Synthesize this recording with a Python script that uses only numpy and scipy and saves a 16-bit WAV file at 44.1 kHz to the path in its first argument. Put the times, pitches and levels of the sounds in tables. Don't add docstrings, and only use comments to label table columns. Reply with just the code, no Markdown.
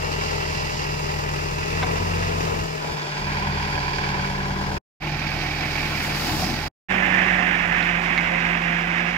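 import sys
import numpy as np
from scipy import signal
from scipy.fft import rfft, irfft, next_fast_len
from scipy.io import wavfile

SR = 44100
rng = np.random.default_rng(int(sys.argv[2]) if len(sys.argv) > 2 else 0)


def output_pcm(signal):
    pcm = np.clip(np.atleast_2d(signal).T, -1, 1) * 32767
    wavfile.write(sys.argv[1], SR, np.round(pcm).astype(np.int16))


N = 404397
TIME_S = np.arange(N) / SR
BLADES_PER_FIRING, PUMP_PER_FIRING = 3.67, 5.0
FACING_CACHE = {}

# start_s, fade_in_s, end_s, fade_out_s
SPOTS = [(-1, .02, 4.784, 0.0054), (5, 0.035, 6.684, 0.0054), (6.885, 0.026, 10, .02)]
# start_s, end_s
BEARINGS = [(0, 3.05), (3.05, 4.906), (4.9, 6.8), (6.8, 9.22)]
# freq_hz, coherence, left_lead_rad
PORT_COHERENCE = [
    [(30, 0.92, 0.5), (260, 0.9, 0.4), (330, 0.65, 1.8), (400, 0.98, 3), (625, 0.8, 3), (690, 0.26, 1.2),
     (760, 0.7, 0.75), (1075, 0.9, 3), (1270, 0.86, 3.5), (1840, 0.9, 4), (2010, 0.8, 4.5),
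     (2200, 0.1, 6.5), (2460, 0.3, 3.5), (2640, 0.2, 0.8), (2780, 0.6, 1.0), (3440, 0.4, 3),
     (3650, 0.25, 3.5), (4170, 0.39, 7.8), (4800, 0.2, 11), (5630, 0.26, 13), (6860, 0.5, 17.5),
     (15600, 0.05, 18)],
    [(30, 0.8, 0), (260, 0.9, 0.1), (378, 0.9, 0.5), (600, 0.9, 3), (624, 0.35, 3.5), (649, 0.37, 6.5),
     (660, 0.68, 6), (880, 0.88, 7.1), (1280, 0.87, 10), (1390, 0.24, 9), (1520, 0.51, 14.5),
     (1600, 0.83, 14.5), (2040, 0.6, 16.5), (2230, 0.46, 20.5), (2460, 0.6, 21), (2800, 0.3, 23.5),
     (3510, 0.3, 19), (3780, 0.2, 21), (4870, 0.64, 21), (5740, 0.3, 20.5), (6860, 0.4, 24),
     (15600, 0.05, 22.5)],
    [(30, 0.92, -1.5), (260, 1, 0.04), (370, 0.87, 0.35), (472, 0.5, 1.3), (620, 0.6, 0.3),
     (860, 0.85, 0.2), (950, 0.49, 1.0), (1080, 0.6, 1.5), (1270, 0.13, 1.5), (1330, 0.33, 0),
     (1400, 0.47, -0.7), (1740, 0.31, 0.2), (2030, 0.61, 1.5), (2330, 0.9, 1.0), (2930, 0.7, 1.5),
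     (3510, 0.6, 3), (3810, 0.52, 2.5), (4370, 0.18, 3), (4870, 0.26, 7.5), (5740, 0.1, 9),
     (6860, 0.04, 5.5), (15600, 0.05, 5.2)],
    [(30, 0.92, -0.5), (260, 0.97, -0.2), (380, 0.94, -1), (470, 0.8, -2.0), (515, 0.66, -2.5),
     (580, 0.73, -3.5), (620, 0.53, -4.0), (680, 0.63, -5.5), (730, 0.65, -5.5), (1060, 0.87, -9),
     (1130, 0.75, -8.5), (1340, 0.6, -9.0), (1490, 0.54, -9.9), (1680, 0.81, -10.7), (2300, 0.89, -10.5),
     (2700, 0.84, -11.5), (3410, 0.6, -11.5), (3970, 0.45, -10), (4310, 0.24, -8.5), (5290, 0.42, -7.5),
     (6860, 0.3, -6.5), (15600, 0, -6.7)],
]


def from_db(db):
    return np.exp(np.asarray(db) * (np.log(10) / 20))


def pan(pan_db):
    return from_db(pan_db * np.array([[.5], [-.5]]))


def in_time(tables):
    time_s, *columns = np.concatenate(tables).T
    return [np.interp(TIME_S, time_s, column) for column in columns]


def at_hz(points, hz, column=1):
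    points = np.array(points)
    return np.interp(np.log(hz + 1), np.log(points[:, 0]), points[:, column])


def drift(rate_hz):
    hop, warmup = 40, 2000
    pole = np.exp(-2 * hop * np.pi * rate_hz / SR)
    noise = rng.standard_normal(N // hop + warmup + 2)
    slow = signal.lfilter([1], [1, -2 * pole, pole * pole], noise)[warmup:]
    return np.interp(np.arange(N) / hop, np.arange(len(slow)), slow / slow.std())


def swells(rows, order=2):
    out_db = np.zeros(N)
    for centre_s, half_s, lift_db in rows:
        near = abs(TIME_S - centre_s) < 4 * half_s
        out_db[near] += lift_db * np.exp(-.5 * ((TIME_S[near] - centre_s) / half_s) ** order)
    return out_db


def ring(force, hz, t60_s, q):
    radius, angle = from_db(-60 / (t60_s * SR)), 2 * np.pi * hz / SR
    mode = signal.lfilter([0, np.sin(angle)], [1, -2 * radius * np.cos(angle), radius ** 2], force + 1e-18)
    return signal.lfilter(*signal.iirpeak(hz, q, fs=SR), mode)


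def facing(k):
    if k not in FACING_CACHE:
        start_s, end_s = BEARINGS[k]
        turn_s, switch_s = .55, .02
        rise = (TIME_S - start_s + (k == 0)) / (turn_s if k == 1 else switch_s)
        fall = (end_s - TIME_S + (k == 3)) / (turn_s if k == 0 else switch_s)
        FACING_CACHE[k] = np.clip(.5 + np.minimum(rise, fall), 0, 1)
    return FACING_CACHE[k]


def by_bearing(levels_db, slopes_db_per_s=(0, 0, 0, 0)):
    return sum(facing(k) * (levels_db[k] + slopes_db_per_s[k] * (TIME_S - np.mean(span_s)))
               for k, span_s in enumerate(BEARINGS))


def port_response(bearing, hz):
    # freq_hz, gain_db
    left_colour = [
        [(30, -13), (60, 2), (130, 5.5), (260, 0.0), (420, 10.5), (600, 4), (660, 1), (930, 1), (1080, 4),
         (1170, 1.0), (1260, 2.5), (1480, -2), (1650, 0.5), (1950, 0.5), (2110, -9.5), (2290, -1.5),
         (2520, -8.5), (2740, -3), (2930, -5), (3230, -12), (3460, -10.0), (3910, -14.0), (4800, -11),
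         (5440, -14.5), (6150, -14.5), (7550, -16.5), (8200, -25.5), (15600, -28)],
        [(30, -13), (60, 4.5), (160, 2.5), (260, -1), (410, 3.5), (520, -1.5), (580, 3.0), (630, -3.5),
         (870, 0), (920, -1), (980, 3), (1340, -5.0), (1540, -3.5), (1630, 0.5), (1840, -4.5), (1970, -1.5),
         (2060, -8), (2260, -4), (2590, -11.0), (2780, -6.5), (3270, -19.5), (3510, -17), (4020, -17.5),
         (4800, -15.5), (5590, -20.5), (6490, -18), (8200, -32), (15600, -34.5)],
        [(30, -13.5), (120, 2), (260, 0.5), (310, 4.5), (510, -2.5), (650, -4.0), (720, 1), (790, -5.5),
         (870, 1), (970, -5.5), (1070, -1.0), (1130, -4.0), (1460, -3), (1770, -7), (1970, -6.5), (2290, -2),
         (2490, -6.5), (2820, -10.5), (2930, -9.5), (3510, -16), (3700, -14.5), (4190, -18.5), (5220, -18.5),
         (5980, -21.0), (7450, -21), (8200, -31.5), (15600, -28.5)],
        [(30, -18), (110, -8), (160, 2), (260, 3.5), (290, 1.5), (350, 4.5), (410, -0.5), (470, -4), (620, -14),
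         (660, -13), (710, -6), (770, -8.5), (870, 0), (1050, -4.5), (1240, -13), (1420, -10), (1700, -7.0),
         (1890, -7), (2000, -4), (2290, -1.0), (2590, -4.5), (2890, -11), (3560, -15.0), (5290, -17.5),
         (6490, -22.0), (7450, -23.5), (8310, -34.5), (15600, -37.5)],
    ]
    right_colour = [
        [(30, -14), (60, 1), (130, 7), (260, -13.5), (320, -12.5), (500, 1), (570, 2.5), (640, -10),
         (710, -7.0), (900, 0.5), (990, 6.5), (1330, -6), (1500, -5.0), (1650, 0), (1820, -2.5), (1970, 2.5),
         (2080, -4.0), (2630, 1.5), (2980, -6.5), (3970, -11.5), (4600, -11), (4740, -5.5), (4990, -5.5),
         (5250, -7), (5430, -12.5), (5900, -11.5), (6490, -17), (9270, -37.5), (9790, -32), (11390, -38),
         (12530, -28), (15600, -63.5)],
        [(30, -12.5), (60, 4), (160, 2), (260, -4), (380, -2.5), (570, -5.5), (630, -13), (720, -0.5), (920, 1),
         (980, 8.5), (1340, -12.5), (1520, -9), (1650, 2), (2080, -9.5), (2490, -1.0), (2860, -10.0),
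         (3270, -6), (3600, -12.5), (4390, -12), (4500, -6.5), (4830, -5), (4920, -6), (5020, -9.5),
         (5350, -13.5), (5600, -15.5), (5900, -20.5), (6490, -23), (9270, -40.5), (10070, -37.0),
         (10780, -43.5), (12700, -36.5), (13600, -44.5), (14170, -42), (15600, -64.5)],
        [(30, -13), (120, 2.5), (260, -2), (310, 1), (490, -7), (580, -5.5), (730, 5.0), (860, 1.5),
         (950, -2.5), (1130, -2.5), (1270, -6), (1790, 2), (2110, 2.0), (2290, 6), (2630, 3), (2860, -4),
         (3320, -4), (3510, -8.0), (3760, -4.5), (4190, -6.5), (4800, -3), (6490, -17.0), (8200, -30.5),
         (10490, -28.5), (12030, -22.5), (13790, -30.0), (15600, -30.0)],
        [(30, -18), (110, -6), (160, 2), (260, 2.5), (300, -2.0), (340, 1), (420, -7.0), (490, -3), (540, 2.5),
         (620, 2.5), (710, 7.0), (920, 4.5), (1050, 6.0), (1340, 4.5), (1740, 11), (2000, 12.5), (2260, 11.5),
         (2630, 8.5), (3060, -1), (3760, -8), (4020, -14), (4370, -18.0), (5220, -14), (6490, -23.5),
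         (7870, -34), (8420, -39.5), (14170, -38.5), (15600, -50)],
    ]
    coherence = np.clip(at_hz(PORT_COHERENCE[bearing], hz), 0, 1)
    lead_rad = at_hz(PORT_COHERENCE[bearing], hz, column=2)
    left = from_db(at_hz(left_colour[bearing], hz))
    right = from_db(at_hz(right_colour[bearing], hz)) * np.exp(-1j * lead_rad)
    return np.array([[left, 0 * left], [right * coherence, right * np.sqrt(1 - coherence ** 2)]])


def colour_shifts(sound):
    # centre_s, half_length_s, freq_hz, width_hz, left_db, right_db
    shifts = [(.4, .5, 2520, 250, 1.5, -3.5), (.4, .5, 780, 200, 1.5, -3.5), (.4, .5, 3050, 350, -2, 2.5),
              (.4, .5, 3500, 300, -3, -2), (.4, .5, 4200, 500, -1, 3), (1.4, .45, 3050, 400, 0.5, -3),
              (1.6, .25, 2520, 200, 1, 2.5), (2.0, .25, 1060, 150, 2.5, 1.5), (2.0, .25, 1620, 200, 0, 1.5),
              (2.2, .4, 760, 200, -0.5, 1.5), (2.9, .22, 2720, 250, -4, -3), (3.4, .3, 1970, 70, 2.5, -3),
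              (3.6, .45, 2420, 350, 0, 1.5), (4.6, .2, 2420, 450, -1.5, -4),
              (4.55, .25, 4750, 400, -0.5, -5), (4.68, .12, 5150, 250, 1, 4), (2.75, .3, 1972, 90, -6, -11),
              (5.7, .3, 2293, 60, 1.5, 1.5), (.75, .65, 4770, 130, 1, 3), (.75, .65, 2750, 90, 2.5, 2),
              (.75, .65, 3650, 600, -1.5, -1.5), (.75, .65, 880, 60, 2, 2),
              (.75, .65, 1700, 300, -1.5, -1.5), (2.0, .45, 2590, 90, 2, 2), (3.9, .65, 860, 50, 2, 3),
              (3.9, .65, 1470, 60, 3, 2), (3.0, .2, 4000, 900, 2, 2), (5.6, .5, 725, 60, 2, 3),
              (5.6, .5, 1060, 50, 3, 2), (7.3, .4, 1810, 70, 2, 3), (7.3, .4, 1900, 50, -3, -5),
              (8.4, .6, 1580, 60, 3, 3), (8.4, .6, 1800, 250, -1, -2), (6.2, .25, 1000, 200, 2.5, 1),
              (6.45, .3, 2380, 400, -2, -5), (6.45, .05, 5200, 700, 1.5, 4.5),
              (7.35, .45, 1800, 250, 3, 2.5), (7.35, .45, 2250, 350, -3.5, -0.5),
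              (7.35, .45, 550, 120, 4, 0), (8.7, .5, 550, 120, -3, 0.5), (8.7, .5, 2250, 350, 3, 0)]
    # time_s, pan_db
    sway = [(0, 0.7), (0.62, -1.1), (1.5, 0.8), (2.0, 0), (2.9, 0.5), (3.95, -1.5), (4.7, 1.3),
            (5.24, -0.2), (5.86, 0.6), (6.25, 3.5), (6.68, 0.5), (6.9, 0.5), (7.5, -0.5), (8.1, 0.1),
            (9.17, -0.5)]
    out = sound.copy()
    for centre_s, half_s, hz, width_hz, left_db, right_db in shifts:
        near = abs(TIME_S - centre_s) < 2 * half_s
        window = np.exp(-.5 * ((TIME_S[near] - centre_s) / half_s) ** 4)
        band = signal.lfilter(*signal.iirpeak(hz, hz / width_hz, fs=SR), out[:, near])
        out[:, near] += (from_db(window * [[left_db], [right_db]]) - 1) * band
    return out * pan(in_time([sway])[0])


def wind():
    level_db, lumps_db, band_hz = -48, 3.5, (32, 85)
    band = signal.butter(2, band_hz, "band", fs=SR, output="sos")
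    rumble = signal.sosfilt(band, rng.standard_normal((2, N)))
    return from_db(level_db + lumps_db * drift(2.5)) * rumble / rumble.std()


def rustle():
    # time_s, relative_db
    envelope = [(5.3, -56), (5.318, -61), (5.512, -59), (6.012, -49), (6.042, -44), (6.132, -51),
                (6.156, -45.5), (6.416, -43), (6.564, -52.5), (6.66, -53.5)]
    # freq_hz, gain_db
    colour = [(300, 0), (2000, -3), (5000, 2), (7000, 2), (9500, -3.5), (12500, 1), (15600, -3.5)]
    grains_per_s, size = 11000, next_fast_len(N)
    hits = rng.random((2, N)) < grains_per_s / SR
    strength = from_db(2.2 * np.minimum(rng.exponential(1, (2, N)), 4))
    grains = hits * strength * rng.choice([-1, 1], (2, N))
    hz = np.arange(size // 2 + 1) * SR / size
    sound = irfft(rfft(grains, size) * from_db(at_hz(colour, hz)), size)[:, :N]
    active = (TIME_S > envelope[0][0]) & (TIME_S < SPOTS[2][0])
    return active * from_db(in_time([envelope])[0] + 8) * pan(2) * sound / sound.std()


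def bumps():
    # start_s, level_db, pitch_hz, climb_hz_per_s, t60_s
    contacts = [(6.275, -21, 310, 0, 0.2), (6.33, -26, 140, 350, 0.57), (6.421, -17.5, 180, 100, 0.13),
                (6.462, -25, 330, 0, 0.18), (6.479, -21, 238, 0, 0.16)]
    out, attack_s = np.zeros(N), .0067
    for start_s, level_db, pitch_hz, climb_hz_per_s, t60_s in contacts:
        age_s = np.clip(TIME_S - start_s, 0, 1)
        envelope = from_db(level_db + .5 - 60 * age_s / t60_s) * (1 - np.exp(-age_s / attack_s))
        out += envelope * np.sin(2 * np.pi * (pitch_hz + climb_hz_per_s * age_s / 2) * age_s)
    return out


def metallic_knocks():
    # start_s, relative_db, pan_db, centre_hz, rolloff_db_per_octave
    knocks = [(1.826, -11.5, 1.5, 1500, 6), (1.831, -11, 3, 850, 7), (1.832, -14, 0, 3500, 5),
              (2.229, -19, 0, 2700, 16), (2.845, -17, -1.5, 850, 18), (2.888, -16, -4, 980, 18),
              (4.169, -21, -4, 1000, 10), (6.292, -14, -1, 950, 9), (6.328, -20, 0, 800, 12),
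              (6.423, -12.5, -0.5, 720, 12), (6.487, -17.5, 0, 800, 12), (7.826, -15, -10.5, 3750, 16),
              (8.177, -1.5, -11, 2180, 17), (8.243, -8, -10, 2280, 32), (8.263, -8, -10, 2330, 28),
              (8.284, -9, -10, 2280, 32), (8.347, -8, -10, 2250, 30)]
    # pitch_hz, relative_db, t60_s
    modes = [(673, -2.5, .045), (750, -1, .06), (850, -2, .04), (970, -2.5, .035), (1240, -3.5, 0.018),
             (1540, -2, .025), (2077, -3.5, .07), (2225, -5, .09), (2740, -3.5, 0.023), (3530, -4, .02),
             (3870, -5, 0.023), (4200, -6, .014), (5370, -8, .015), (6400, -10, .012)]
    attack_s, chatter_s, crack, trim_db = .0012, .0078, 25, -10.5
    out, age_s = np.zeros((2, N)), np.arange(4000) / SR
    envelope = np.exp(-age_s / chatter_s) * (1 - np.exp(-age_s / attack_s))
    for start_s, knock_db, pan_db, centre_hz, rolloff_db_per_octave in knocks:
        force = rng.standard_normal(len(age_s)) * envelope
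        force[0] = crack
        start = int(start_s * SR)
        for hz, mode_db, t60_s in modes:
            mode = ring(force, hz, t60_s, q=4)
            rolloff_db = rolloff_db_per_octave * abs(np.log2(hz / centre_hz))
            peak_db = knock_db + trim_db + mode_db - rolloff_db + rng.normal(0, 1.5)
            out[:, start:start + len(age_s)] += pan(pan_db) * from_db(peak_db) * mode / abs(mode).max()
    return signal.sosfilt(signal.butter(4, 7200, fs=SR, output="sos"), out)


def whines(firings):
    # cycles_per_firing, left_db, right_db
    partials = [
        [(4, -46, -48), (10, -44, -57), (11.01, -42, -52), (15, -39.5, -47)],
        [(4, -45, -45), (11.01, -50, -56), (15, -48, -56), (20, -53, -51), (26, -51, -45)],
        [(4, -49, -49), (7.34, -46, -49), (10, -52, -52), (20, -50, -48), (21, -52, -51)],
        [(7.34, -47, -52), (10, -51, -51), (11.5, -50, -42), (15, -57, -40), (31, -61, -43)],
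    ]
    # centre_s, half_length_s, lift_db
    lifts = [(2.5, .25, 3), (5.55, .3, 2), (7.0, .25, 5), (8.0, .25, -2)]
    out, swell_db, mean_firing_hz = np.zeros((2, N)), swells(lifts), firings[-1] * SR / N
    for k, rows in enumerate(partials):
        near = facing(k) > 0
        for cycles, left_db, right_db in rows:
            lead_rad = at_hz(PORT_COHERENCE[k], cycles * mean_firing_hz, column=2) * np.array([[1], [0]])
            gain = facing(k) * from_db(3.2 * drift(7.2) + swell_db)
            phase = 2 * np.pi * cycles * firings + .6 * drift(6)
            out[:, near] += gain[near] * np.sin(phase[near] + lead_rad) * from_db([[left_db], [right_db]])
    return np.sqrt(2) * out


def hum(firings, fan_db, load_db, dip_db):
    # level_db at each of four bearings, load_share
    levels = [(-38, -38.5, -38.5, -40, .35), (-36.5, -36, -39.5, -46.5, 0.92), (-48, -45.5, -45, -50, .6),
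              (-48, -43.5, -45, -45, 0.22)]
    # centre_s, half_length_s, lift_db
    strokes = [(2.15, .15, 4), (3.42, .24, 7.5), (4.4, .36, 11.5), (6.06, .1, 4), (9.15, .15, 6.5)]
    # left_lead_s, pan_db
    directions = [(.0004, 0.5), (.0003, 0.7), (.0001, -0.6), (-.0001, -1)]
    dip_shares = [.8, 1.1, .9, .4]
    *harmonics_db, pump_db = [by_bearing(levels_db) + load_share * load_db + dip_share * dip_db
                              for (*levels_db, load_share), dip_share in zip(levels, dip_shares)]
    pump_db += swells(strokes, order=4)
    lead_s, pan_db = sum(facing(k) * np.array(row)[:, None] for k, row in enumerate(directions))
    port_firings = np.array([np.interp(TIME_S + lead_s, TIME_S, firings), firings])
    partials = [(BLADES_PER_FIRING, fan_db), *enumerate(harmonics_db, 1), (PUMP_PER_FIRING, pump_db)]
    out = np.zeros((2, N))
    for cycles, level_db in partials:
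        gain = from_db(level_db + .22 + 1.2 * drift(14))
        out += gain * np.sin(2 * np.pi * cycles * port_firings + .22 * drift(8))
    return np.sqrt(2) * out * pan(pan_db)


def cylinder_blows(firings, cylinder_db, valve_db):
    offset_firings, jitter_firings, spread_db = .78, .03, 1.2
    count = np.floor(2 * (firings - offset_firings)).astype(int)
    due = np.flatnonzero(np.diff(count))
    number = count[due + 1]
    timing, force = rng.standard_normal((len(due), 2)).T
    onsets = due + timing * jitter_firings / np.gradient(firings)[due]
    strength_db = np.array(cylinder_db)[number // 2 % 4] + valve_db * (number % 2) + spread_db * force
    blows = np.zeros(N)
    blows[np.clip(onsets, 0, N - 1).astype(int)] = from_db(strength_db)
    return blows


def cover_ring(firings):
    # pitch_hz, t60_s, then left_db, right_db at each of four bearings
    modes = [(980, .08, -40, -32, -38, -28.5, -50, -50, -46, -42),
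             (1080, .09, -39, -39.5, -39, -39, -40, -46, -50, -44),
             (1580, .035, -40, -39, -28, -24, -43, -40, -40, -31),
             (1700, .035, -39, -38, -28, -24, -42, -38, -40, -30),
             (1972, .08, -38, -32, -31, -38, -48, -44, -46, -36),
             (2293, 0.11, -40, -41, -35, -31, -35, -28, -40, -31),
             (2720, .07, -36, -36, -43, -45, -48, -44, -50, -40),
             (4840, .02, -46.5, -38, -49, -36, -52, -42, -60, -56)]
    mode_ends = [1, 1, 0, 0, 1, 1, 0, 1]
    ends_db = [
        [0, -12, -5, -12],
        [-4, -8, 0, -9],
    ]
    # centre_s, half_length_s, lift_db
    lifts = [(4.05, 0.38, 5.5)]
    blows = [cylinder_blows(firings, cylinder_db, valve_db=-25) for cylinder_db in ends_db]
    out, right_lag_samples = np.zeros((2, N)), 35
    for (hz, t60_s, *sides_db), end in zip(modes, mode_ends):
        mode = ring(blows[end] * rng.uniform(.7, 1, N), hz, t60_s, q=6)
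        pair = np.array([mode, np.roll(mode, right_lag_samples)])
        for k, pair_db in enumerate(np.reshape(sides_db, (4, 2, 1))):
            out += facing(k) * from_db(pair_db) * pair
    return from_db(swells(lifts)) * out


def noise_levels_db(load_db, clatter_db, dip_db):
    # level_db by bearing, slope_db_per_s by bearing, load_share, clatter_share
    levels = [((-37.5, -38, -38, -40), (0.5, 2, 0.7, -2.5), 0.44, 0.1), ((-30.4, -30.5, -33, -28.5),
              (-0.19, 0.1, 0.6, -0.95), .15, 0.28), ((-32, -31.5, -28.5, -21.5),
              (-0.31, -0.94, -0.3, -0.59), .05, 0.9), ((-37.5, -38, -35, -38), (-0.8, 1.2, 2.5, 0.7),
              .05, 0.9), ((-46, -48, -51.5, -51.5), (0, -0.6, -1.2, -1.5), .1, .2)]
    # centre_s, half_length_s, lift_db
    lifts = [
        [(0.62, 0.1, 4), (6.45, .12, 6.5)],
        [(1.9, .08, 3), (2.49, 0.11, 3), (2.88, .06, 3), (6.33, .1, 2)],
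        [],
        [(4.5, .15, -1), (6.26, .06, 5), (6.45, 0.061, 6)],
        [],
    ]
    dip_shares = [.6, .17, .085, .083, .14]
    out_db = []
    for (levels_db, slopes, load_share, clatter_share), rows, dip_share in zip(levels, lifts, dip_shares):
        swing_db = load_share * load_db + clatter_share * clatter_db + dip_share * dip_db
        out_db.append(by_bearing(levels_db, slopes) + swing_db + swells(rows))
    return out_db


def engine_noise(firings, levels_db):
    # low_hz, high_hz, knock_db, decay_s, flicker_db, repeat_share
    layers = [(20, 254, -6, .012, 0.6, 0.28), (249, 1305, -3.5, .008, .7, .5),
              (1270, 3620, 0.5, .008, 0.88, 0.3), (3560, 7600, -5.5, .006, 1, .02),
              (7500, 16500, -3.5, .008, 0.7, 0.02)]
    cylinder_db = [2, -0.5, .5, -1.5]
    rise_s, cycle_steps = .002, 4096
    pole = np.exp(-1 / (rise_s * SR))
    blows = signal.lfilter([1 - pole], [1, -pole], cylinder_blows(firings, cylinder_db, valve_db=-10))
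    cycle_step = (firings / 4 % 1 * cycle_steps).astype(int)
    out, common_flicker, pairs = np.zeros((2, N)), drift(5), []
    for _, _, knock_db, decay_s, flicker_db, repeat_share in layers:
        swell = 1 + from_db(knock_db) * signal.lfilter([1], [1, -np.exp(-1 / (decay_s * SR))], blows)
        repeating = np.sqrt(repeat_share) * rng.standard_normal((2, cycle_steps))[:, cycle_step]
        fresh = np.sqrt(1 - repeat_share) * rng.standard_normal((2, N))
        flicker = from_db(flicker_db * (.3 * common_flicker + drift(14.3)))
        pairs.append(swell * flicker * (repeating + fresh))
    for k in range(len(BEARINGS)):
        near = np.flatnonzero(facing(k))
        size = next_fast_len(len(near), True)
        hz = np.arange(size // 2 + 1) * SR / size
        response = port_response(k, hz)
        for (low_hz, high_hz, *_), pair, level_db in zip(layers, pairs, levels_db):
            band = 1 / np.sqrt((1 + (low_hz / (hz + 1)) ** 8) * (1 + (hz / high_hz) ** 8))
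            noise = pair[:, near] if k % 2 else pair[::-1, near] * [[1], [-1]]
            spectrum = rfft(noise, size) * band
            sound = irfft((response * spectrum).sum(axis=1), size)[:, :len(near)]
            out[:, near] += np.sqrt(facing(k)[near]) * from_db(level_db[near]) * sound / sound.std()
    return out


def diesel_engine():
    # time_s, fan_blade_hz, fan_db, load_swing_db, clatter_swing_db
    running = [
        [(0.0, 154.3, -35, 2.5, 1), (0.42, 152.3, -35.5, 0.5, 1), (0.7, 149.3, -35, -3.5, 1.5),
         (1.1, 147.8, -32.5, -0.5, -0.5), (1.5, 148.9, -33, -1, -1.5), (1.74, 156.4, -34, 4, 1.5),
         (2.05, 165.6, -33.5, 8, 0.5), (2.49, 160.8, -32, 4, 0.5), (2.75, 155.1, -34.5, 1, -1),
         (3.12, 146.4, -36.5, -8.5, 1), (3.35, 144.5, -31.5, 1.5, 0), (3.7, 143.8, -34, 2.5, 1.5),
         (4.1, 139.6, -33, -2.5, 1.5), (4.5, 140.6, -32, -0.5, -0.5), (4.78, 141.8, -35.5, 2, -2)],
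        [(5.03, 149.8, -33, 0.5, -3), (5.44, 149.9, -34, 1, 0), (5.9, 150.1, -35, 1, 1.5),
         (6.2, 149.8, -32.5, -1, 0.5), (6.3, 149.6, -44, 0, 1), (6.45, 149.3, -39, 1.5, -2.5),
         (6.68, 152, -36, 1.5, -1.5)],
        [(6.91, 185, -30, 3, 0), (7.15, 183.4, -28, 4, 1.5), (7.55, 175.7, -33, -2, 0),
         (7.75, 172.5, -31.5, 2, 0), (8.35, 172, -31.5, -1, -0.5), (8.76, 170.5, -29.5, -4.5, -0.5),
         (9.17, 173.1, -30.5, -5, -0.5)],
    ]
    # centre_s, half_length_s, depth_db
    dips = [(2.77, 0.12, -12), (3.06, 0.11, -11.5)]
    fan_hz, fan_db, load_db, clatter_db = in_time(running)
    dip_db = swells(dips, order=8)
    firings = np.cumsum(fan_hz / BLADES_PER_FIRING) / SR
    clatter = engine_noise(firings, noise_levels_db(load_db, clatter_db, dip_db)) + cover_ring(firings)
    return colour_shifts(clatter) + hum(firings, fan_db, load_db, dip_db) + whines(firings)


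def scene():
    return diesel_engine() + metallic_knocks() + bumps() + rustle() + wind()


def record(dry):
    tail_s, tail_db, tail_fall_db_per_s, tail_cutoff_hz = .03, -27, 860, 900
    ceiling, cutoff_hz = .85, 15750
    gate, tail = np.zeros(N), np.zeros(N)
    for start_s, rise_s, end_s, fall_s in SPOTS:
        gate += np.clip((TIME_S - start_s) / rise_s, 0, 1) * np.clip((end_s - TIME_S) / fall_s, 0, 1)
        in_tail = (TIME_S > end_s - fall_s) & (TIME_S < end_s + tail_s)
        tail += in_tail * from_db(tail_db - tail_fall_db_per_s * np.maximum(TIME_S - end_s, 0))
    dull = signal.sosfilt(signal.butter(2, tail_cutoff_hz, fs=SR, output="sos"), dry)
    rounded = ceiling * np.tanh((gate * dry + tail * dull) / ceiling)
    return signal.sosfilt(signal.ellip(12, .5, 80, cutoff_hz, fs=SR, output="sos"), rounded)


dry = scene()
out = record(dry)
output_pcm(out)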